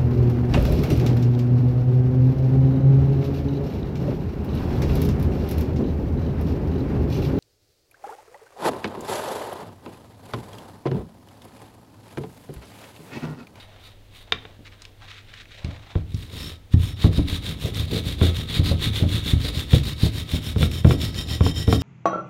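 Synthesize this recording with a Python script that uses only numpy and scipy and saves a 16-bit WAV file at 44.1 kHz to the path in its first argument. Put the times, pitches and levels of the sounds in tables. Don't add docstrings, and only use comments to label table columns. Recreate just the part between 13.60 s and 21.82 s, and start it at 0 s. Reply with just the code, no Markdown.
import sys
import numpy as np
from scipy import signal
from scipy.fft import rfft, irfft
from scipy.io import wavfile
from scipy.ndimage import uniform_filter1d

SR = 44100
rng = np.random.default_rng(int(sys.argv[2]) if len(sys.argv) > 2 else 0)


def to_wav(s):
    ch = np.atleast_2d(s).T
    pcm = np.round(np.clip(ch, -1, 1) * 32767)
    wavfile.write(sys.argv[1], SR, pcm.astype(np.int16))


N = 362502
TIME = np.arange(N) / SR

# frequency_hz, density_db
PAINT_SPECTRUM = [(300, -7), (600, -13), (1000, 3.5), (1600, 2), (2300, 4.5), (2800, 6), (3400, 6.5),
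                  (5000, -25.5)]
TUFT_SPECTRUM = [(1800, -8.5), (2700, -12.5), (3250, -9), (3650, 0), (4100, -5.5), (4600, -10),
                 (5300, -23.5), (6500, -25.5)]
TIP_SPECTRUM = [(3500, -3.5), (5200, -2.5), (6200, -2.5), (7000, -2), (7800, -4), (8900, -1), (10300, -6.5),
                (12000, -2), (14000, -10), (16000, -6.5)]
# frequency_hz, level_db, t60_s
FRAME_MODES = [(1288, -1, 0.43), (2250, -1, 0.3), (3733, 10, 0.14), (3853, 9, 0.056), (5040, -6, 0.043),
               (5800, -7, 0.044), (6120, -9, 0.11), (7080, -5.5, 0.028), (9350, -6, 0.11),
               (12357, -29, .07)]
WIRE_MODES = [(1933, -7, .07), (3155, 1.5, .055), (3684, 3, .09), (4630, -12, .08), (5130, -2, .05),
              (5367, 0, .06), (5490, -8, .03), (7052, -7, .035), (8511, -15, .04), (9410, -15, .1),
              (10858, -15, .06), (11773, -16, .07), (12775, -18, .07)]
# time_s, level_db
OVERHANG = [(0.7, -78), (2.55, -76), (2.8, -47.5), (3.27, -56), (3.45, -54), (5.3, -52), (5.9, -49),
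            (6.55, -48), (7.25, -42.5), (7.6, -37), (8.15, -35.5)]

def brush(scrape, rasp, hiss, sweep, bend=0.042):
    grip = unit(amp(2 * wander(140) + 1.03 * wander(18.6)))
    slips = impulses(per_s=14000, spread_db=2) * grip
    lean = np.pi / 4 * (1 + np.tanh(wander(3.2)))
    slack, taut = (
        colour(impulses(per_s=13000, spread_db=2) * grip, np.multiply(TUFT_SPECTRUM, [shift, 1]))
        for shift in (1 - bend, 1 + bend))
    tufts = amp(-1) * rasp * (np.cos(lean) * slack + np.sin(lean) * taut)
    paint = amp(-3.15) * scrape * colour(slips, PAINT_SPECTRUM)
    tips = amp(-4) * hiss * colour(slips, TIP_SPECTRUM)
    frame = resonate((amp(-13) * rasp + amp(-9) * scrape) * slips, FRAME_MODES)
    overhang = sweep * amp(np.interp(TIME, *np.transpose(OVERHANG)))
    wires = resonate(overhang * impulses(per_s=3800, spread_db=3.5), WIRE_MODES)
    return paint + tufts + tips + frame + wires


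# start_s, push_db, pull_db, extra_hiss_db
SCRUB_CYCLES = [(3.361, -38.5, -41.5, -5.5), (3.645, -36, -38.5, -3), (3.965, -40, -38.5, -1.5),
                (4.276, -34, -38, -1), (4.572, -32.5, -37, -2.5), (4.868, -31, -34.5, -3),
                (5.168, -32.5, -34.5, -3), (5.461, -32, -32.5, -1), (5.772, -35, -35.5, -1.5),
                (6.067, -33, -39, -1), (6.363, -33.5, -39.5, -0.5), (6.659, -36.5, -39, 0),
                (6.95, -35.5, -41, 1), (7.23, -42.5, -38, .5), (7.516, -42.5, -37.5, -1.5),
                (7.802, -45.5, -43.5, -0.5), (8.062, -42, -68, 1)]

def scrub_strokes(push_peak=0.6, pull_peak=0.4):
    periods = np.diff([row[0] for row in SCRUB_CYCLES])
    strokes = []
    for (start, push_db, pull_db, hiss_db), period in zip(SCRUB_CYCLES, [*periods, periods[-1]]):
        length = period / 2
        strokes.append((start, length, push_peak, push_db, hiss_db))
        strokes.append((start + length, length, pull_peak, pull_db, hiss_db))
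    return strokes


# start_s, length_s, force_db, extra_hiss_db
PAINTBRUSH_AND_WIRE_STROKES = [(-0.09, 0.15, -52, -13), (0.192, 0.14, -55, -5), (0.507, 0.15, -54.5, -3),
                               (2.45, 0.3, -56, -1.5), (2.678, 0.29, -45.5, -1), (3.108, 0.048, -49.5, -3),
                               (3.167, 0.18, -43, -1.5)]

def friction_envelopes(turn_speed=0.09, give=0.63):
    separate = [(start, length, 0.5, *levels) for start, length, *levels in PAINTBRUSH_AND_WIRE_STROKES]
    power = np.zeros((4, N))
    for start, length, peak, force_db, extra_hiss_db in separate + scrub_strokes():
        progress = np.interp(TIME, [start, start + length * peak, start + length], [0, 0.5, 1])
        during = (progress > 0) & (progress < 1)
        speed = np.maximum(np.sin(np.pi * progress[during]) - turn_speed, 0)
        drag = unit(0.18 + speed ** 0.98)
        sweep = unit(0.18 + speed ** 1.9)
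        slide = unit(0.1 + speed ** 1.47)
        scrape_db, hiss_db = (force_db - give * max(force_db - knee_db, 0) for knee_db in (-45, -43))
        scrape = amp(scrape_db) * drag
        rasp = amp(force_db) * sweep
        hiss = amp(hiss_db + extra_hiss_db) * slide
        power[:, during] += np.square([scrape, rasp, hiss, sweep])
    return np.sqrt(abs(uniform_filter1d(power, size=200, axis=1)))


# frequency_hz, level_db, t60_s
HANDLE_MODES = [(448, -13.5, 0.04), (707, -18.5, 0.054), (1121, -15.5, 0.032), (1364, -12, 0.038),
                (1800, 2, 0.0035), (2360, -12, 0.05), (2630, -5, 0.012), (2920, 3.5, 0.0044),
                (3260, -5, 0.017), (3500, -4.5, 0.021), (3696, -0.5, 0.019), (4850, -22, 0.016),
                (6100, -32, .015)]
# start_s,
# clack_db, contact_ms, thump_db
HANDLE_STRIKES = [(0.722, -13.5, 0.037, -37), (.852, -37, 0.21, -47), (2.354, -28, 1, -15),
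                  (3.442, -25.5, 0.98, -7), (4.613, -23, 0.63, -9.5), (6.132, -25, 0.098, -6),
                  (6.96, -29, 0.97, -14), (7.028, -21.5, 0.29, -18.5), (7.246, -23.5, 0.52, -6),
                  (7.308, -21.5, 0.44, -17.5), (7.807, -19.5, 1, -9), (7.864, -19, 1, -22),
                  (8.077, -24.5, 0.94, -10.5), (8.126, -16, 0.84, -14.5)]

def handle_clacks(crack_s=0.0042):
    out, t = np.zeros(N), np.arange(SR // 2) / SR
    polarity = (-1) ** np.arange(len(HANDLE_MODES))
    for start, db, contact_ms, _ in HANDLE_STRIKES:
        gains = polarity * amp(rng.standard_normal(len(HANDLE_MODES)))
        noise = signal.lfilter(*signal.butter(3, 4200, fs=SR), rng.standard_normal(len(t)))
        clack = ring(HANDLE_MODES, gains) + 0.54 * noise * np.exp(-t / crack_s)
        pole = np.exp(-1000 * np.pi / (contact_ms * SR))
        clack = signal.lfilter([1], np.poly([pole, pole]), clack)
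        add(out, start, amp(db) * clack / clack[:SR // 200].std())
    return out


# frequency_hz, level_db, t60_s
BENCH_MODES = [(59.7, -5, 0.63), (79.5, 5, 0.42), (88.55, 8.5, 0.15), (106.6, 7, 0.28), (131, -4.5, 0.11),
               (153, 2, 0.28), (206.8, 0.5, 0.12), (237, -4.5, 0.13), (277.5, -11, 0.38),
               (293.7, -6.5, 0.11), (331, -18, 0.13), (395, -14.5, 0.02), (431, -16, 0.026),
               (513, -53, .04), (554, -21.5, 0.056), (700, -47, .05)]
# start_s, level_db, dullness_db
LANDINGS = [(0.992, -44, -16), (2.048, -23.5, 9), (2.088, -29.5, -4), (2.545, -20.5, 33), (3.143, -7, 26),
            (3.583, -11.5, 2.5), (4.049, -19.5, 17), (4.323, -24, -5), (4.997, -11.5, 6.5),
            (5.114, -14, -6.5), (5.273, -16.5, 31), (5.426, -13, -5.5), (5.736, -10, 16), (6.435, -9.5, -1),
            (6.738, -16.5, -5), (7.008, -16, -3)]

def bench_thumps(blow_ms=2.33, lift_ms=5, chatter_s=0.029, knee_hz=270, fall_s=0.00512):
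    hz, db, t60 = np.transpose(BENCH_MODES)
    upper = 1 / (1 + (knee_hz / hz) ** 4)
    t = np.arange(-SR // 100, SR // 6) / SR
    attack = abs(t - 1 / 200) < 1 / 120
    lift = np.exp(-(2000 * t / lift_ms + 1) ** 2)
    blow = np.exp(-(2000 * t / blow_ms) ** 2)
    force = blow / blow.sum() - 0.74 * lift / lift.sum()
    settling = 0.42 * (t > 0) * np.exp(-abs(t) / chatter_s)
    struck = [(start + fall_s, thump_db, 0) for start, _, _, thump_db in HANDLE_STRIKES]
    out = np.zeros(N)
    for start, level_db, dullness_db in struck + LANDINGS + rocking():
        shifted_hz = hz * (1 + 0.05 * rng.standard_normal(len(hz)))
        shifted_db = db + 1.5 * rng.standard_normal(len(hz))
        modes = np.transpose([shifted_hz, shifted_db, t60])
        gains = amp((9 - dullness_db) * upper)
        chatter = settling * rng.standard_normal(len(t)) * (rng.random(len(t)) < 600 / SR)
        thump = signal.fftconvolve(force, ring(modes, gains, np.cos))
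        thump += signal.fftconvolve(chatter, ring(modes, gains * np.sqrt(upper)))
        add(out, start + t[0], amp(level_db - 0.5) * thump / thump[:len(t)][attack].std())
    return out


def rocking(usual_force_db=-37, jitter_s=0.01597):
    landings = []
    for start, length, peak, force_db, _ in scrub_strokes():
        lateness, strength, spot = rng.uniform(-1.005, 1, 3)
        level_db = -25 + 0.54 * (force_db - usual_force_db) + 2 * strength
        dullness_db = 14 * abs(spot)
        landings.append((start + length * peak + jitter_s * lateness, level_db, dullness_db))
    return landings


# time_s, level_db
LOOSENESS = [(1.9, -27), (2.45, 0), (2.9, -2), (3.3, -3.5), (4.2, 2), (6.6, -2.5), (7.4, 3), (8.2, 2)]

def bench_rumble(scrape, knee_hz=220, mat_cutoff_hz=550):
    looseness = amp(11 + np.interp(TIME, *np.transpose(LOOSENESS)))
    shake = impulses(per_s=900, spread_db=-2) * looseness * uniform_filter1d(scrape, size=SR // 16)
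    upper = np.transpose(BENCH_MODES)[0] > knee_hz
    response = ring(BENCH_MODES, amp(-2 * upper), np.cos)
    return convolve(shake, signal.lfilter(*signal.butter(2, mat_cutoff_hz, fs=SR), response))


# peak_s, half_length_s, level_db
SKIDS = [(3.48, 0.037, -39), (4.069, 0.026, -33), (4.362, 0.043, -32), (4.659, 0.039, -29),
         (5.42, 0.012, -31), (5.882, 0.047, -38), (6.143, 0.013, -22), (7.308, 0.041, -26.5),
         (8.131, 0.045, -28)]
# frequency_hz, density_db
JUDDER_SPECTRUM = [(150, -21), (230, 6.5), (450, 9.5), (580, -2), (720, -4), (900, -23.5), (1300, -55)]

def frame_skids():
    envelope = sum(swell(*skid, steepness=6) for skid in SKIDS)
    return envelope * colour(impulses(per_s=1300, spread_db=2), JUDDER_SPECTRUM)


# peak_s, half_length_s, level_db
WIRE_CATCHES = [(2.566, 0.05, -65), (2.84, 0.051, -44), (3.294, 0.038, -50)]

def singing_wire(pitch_hz=5420, t60_s=0.12):
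    envelope = sum(swell(*catch) for catch in WIRE_CATCHES)
    return resonate(envelope * impulses(per_s=1800, spread_db=4), [(pitch_hz, 0, t60_s)])


# start_s, level_db, pitch_hz
SNAPS = [(1.049, -54, 3000), (1.066, -48, 3630), (1.220, -40.5, 4460), (1.252, -38, 3060),
         (1.42, -45, 2000), (1.739, -37, 2480), (1.855, -45, 2140), (2.046, -35.5, 3080),
         (2.545, -40.5, 4030), (3.136, -40, 1990), (3.395, -44, 3600), (4.146, -35, 3800),
         (5.35, -40, 3800), (7.544, -35, 3120)]

def snaps(decay_s=0.003):
    out, t = np.zeros(N), np.arange(SR // 20) / SR
    for start, db, hz in SNAPS:
        band = signal.butter(2, [hz * 0.6, hz * 1.4], "band", fs=SR, output="sos")
        snap = signal.sosfilt(band, rng.standard_normal(len(t)) * np.exp(-t / decay_s))
        add(out, start, amp(db - 1) * snap / snap[:SR // 250].std())
    return out


# frequency_hz, density_db
CLOTH_SPECTRUM = [(250, 14), (600, 13), (1100, 5), (1600, 4), (2200, 4.5), (3000, 3), (3800, 5), (4600, -5),
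                  (6500, -12), (9000, -22), (15000, -35)]
# peak_s, half_length_s, level_db, low_cut_hz
GLOVE_RUBS = [(0.017, 0.25, -53, 500), (0.692, 0.017, -55, 400), (0.833, 0.11, -54.5, 400),
              (1.071, 0.014, -44, 1200), (1.134, 0.018, -51, 990), (1.234, 0.041, -52.5, 1040),
              (1.434, 0.031, -50, 720), (1.507, 0.027, -41, 1150), (1.582, 0.026, -45, 1310),
              (1.715, 0.063, -52, 1350), (1.8, 0.027, -43.5, 1400), (1.95, 0.052, -49.5, 1250),
              (2.08, 0.093, -45.5, 490), (2.305, 0.09, -49.5, 725)]

def gloves():
    cloth = colour(impulses(per_s=6000, spread_db=-3) * amp(2 * wander(43)), CLOTH_SPECTRUM)
    out = np.zeros(N)
    for peak_s, half_length_s, db, low_cut_hz in GLOVE_RUBS:
        highpass = signal.butter(5, low_cut_hz, "high", fs=SR, output="sos")
        out += swell(peak_s, half_length_s, db) * unit(signal.sosfilt(highpass, cloth))
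    return out


# frequency_hz, t60_s
ROOM_DECAY = [(100, 0.95), (500, 0.35), (2000, 0.32), (3200, 0.28), (3750, 0.28), (4400, 0.18),
              (6000, 0.31), (14000, 0.13)]

def reverberation(x, gap_s=0.0024):
    n = SR // 2
    reflections = rng.choice([-1., 1.], n) * (rng.random(n) < 0.08) * (np.arange(n) > gap_s * SR)
    hz, t, bands = signal.stft(reflections, SR, nperseg=256)
    decay = np.exp(-np.log(1000) * t / value_at(ROOM_DECAY, hz)[:, None])
    return convolve(x, signal.istft(bands * decay, SR, nperseg=256)[1])


# frequency_hz, density_db
AIR_SPECTRUM = [(20, 9), (45, -3.5), (70, -5.5), (105, -3.5), (165, -14.5), (400, -16), (750, -21),
                (1100, -28.5), (3600, -27), (5500, -36.5), (10000, -40.5), (16000, -41)]

def room_tone(air_db=-51, hum_db=-54.5, hum_hz=99.3):
    air = amp(air_db) * colour(rng.standard_normal(N), AIR_SPECTRUM)
    return air + amp(hum_db) * unit(np.sin(2 * np.pi * hum_hz * TIME))


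def amp(db):
    return 10 ** (np.asarray(db) / 20)


def unit(x):
    return x / np.sqrt(np.mean(x ** 2) + 1e-20)


def value_at(table, hz):
    table_hz, values = np.transpose(table)
    return np.interp(np.log(hz + 1), np.log(table_hz + 1), values)


def colour(x, spectrum):
    hz = np.fft.rfftfreq(N, 1 / SR)
    low_cut = 1 / (1 + (spectrum[0][0] / (hz + 1)) ** 4)
    high_cut = 1 / (1 + (hz / spectrum[-1][0] / 2) ** 4)
    return unit(irfft(rfft(x) * amp(value_at(spectrum, hz)) * low_cut * high_cut, N))


def wander(bandwidth_hz):
    hz = np.fft.rfftfreq(N, 1 / SR)
    return unit(irfft(rfft(rng.standard_normal(N)) * np.exp(-(hz / bandwidth_hz) ** 2), N))


def impulses(per_s, spread_db):
    sizes = amp(spread_db * np.minimum(rng.exponential(1, N), 5))
    return unit(sizes * rng.standard_normal(N) * (rng.random(N) < per_s / SR))


def swell(peak_s, half_length_s, db, steepness=4):
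    return amp(db) / (1 + ((TIME - peak_s) / half_length_s) ** steepness)


def add(mix, start_s, sound):
    part = mix[max(round(start_s * SR), 0):][:len(sound)]
    part += sound[:len(part)]


def ring(modes, gains, wave=np.sin):
    hz, db, t60 = np.transpose(modes)[:, :, None]
    t = np.arange(SR // 2) / SR
    decay = np.exp(-np.log(1000) * t / t60)
    return (np.reshape(gains, (-1, 1)) * amp(db) * decay * wave(2 * np.pi * hz * t)).sum(0)


def resonate(x, modes):
    t60 = np.transpose(modes)[2]
    return convolve(x, ring(modes, 1 / np.sqrt(t60)))


def convolve(x, response):
    return signal.oaconvolve(x, response / np.linalg.norm(response))[:N]


def scene():
    scrape, rasp, hiss, sweep = friction_envelopes()
    rubbing = brush(scrape, rasp, hiss, sweep) + singing_wire() + gloves()
    knocks = handle_clacks() + snaps()
    bench = bench_thumps() + bench_rumble(scrape) + frame_skids()
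    reflected = reverberation(amp(-15) * rubbing + amp(-14) * knocks + amp(-17) * bench)
    return (rubbing + knocks + bench + reflected + room_tone())[None]


def record(dry, cutoff_hz=15830):
    lowpass = signal.firwin(511, cutoff_hz, window=("kaiser", 9), fs=SR)
    return signal.oaconvolve(np.clip(dry, -1, 1), lowpass[None], "same")


dry = scene()
out = record(dry)
to_wav(out)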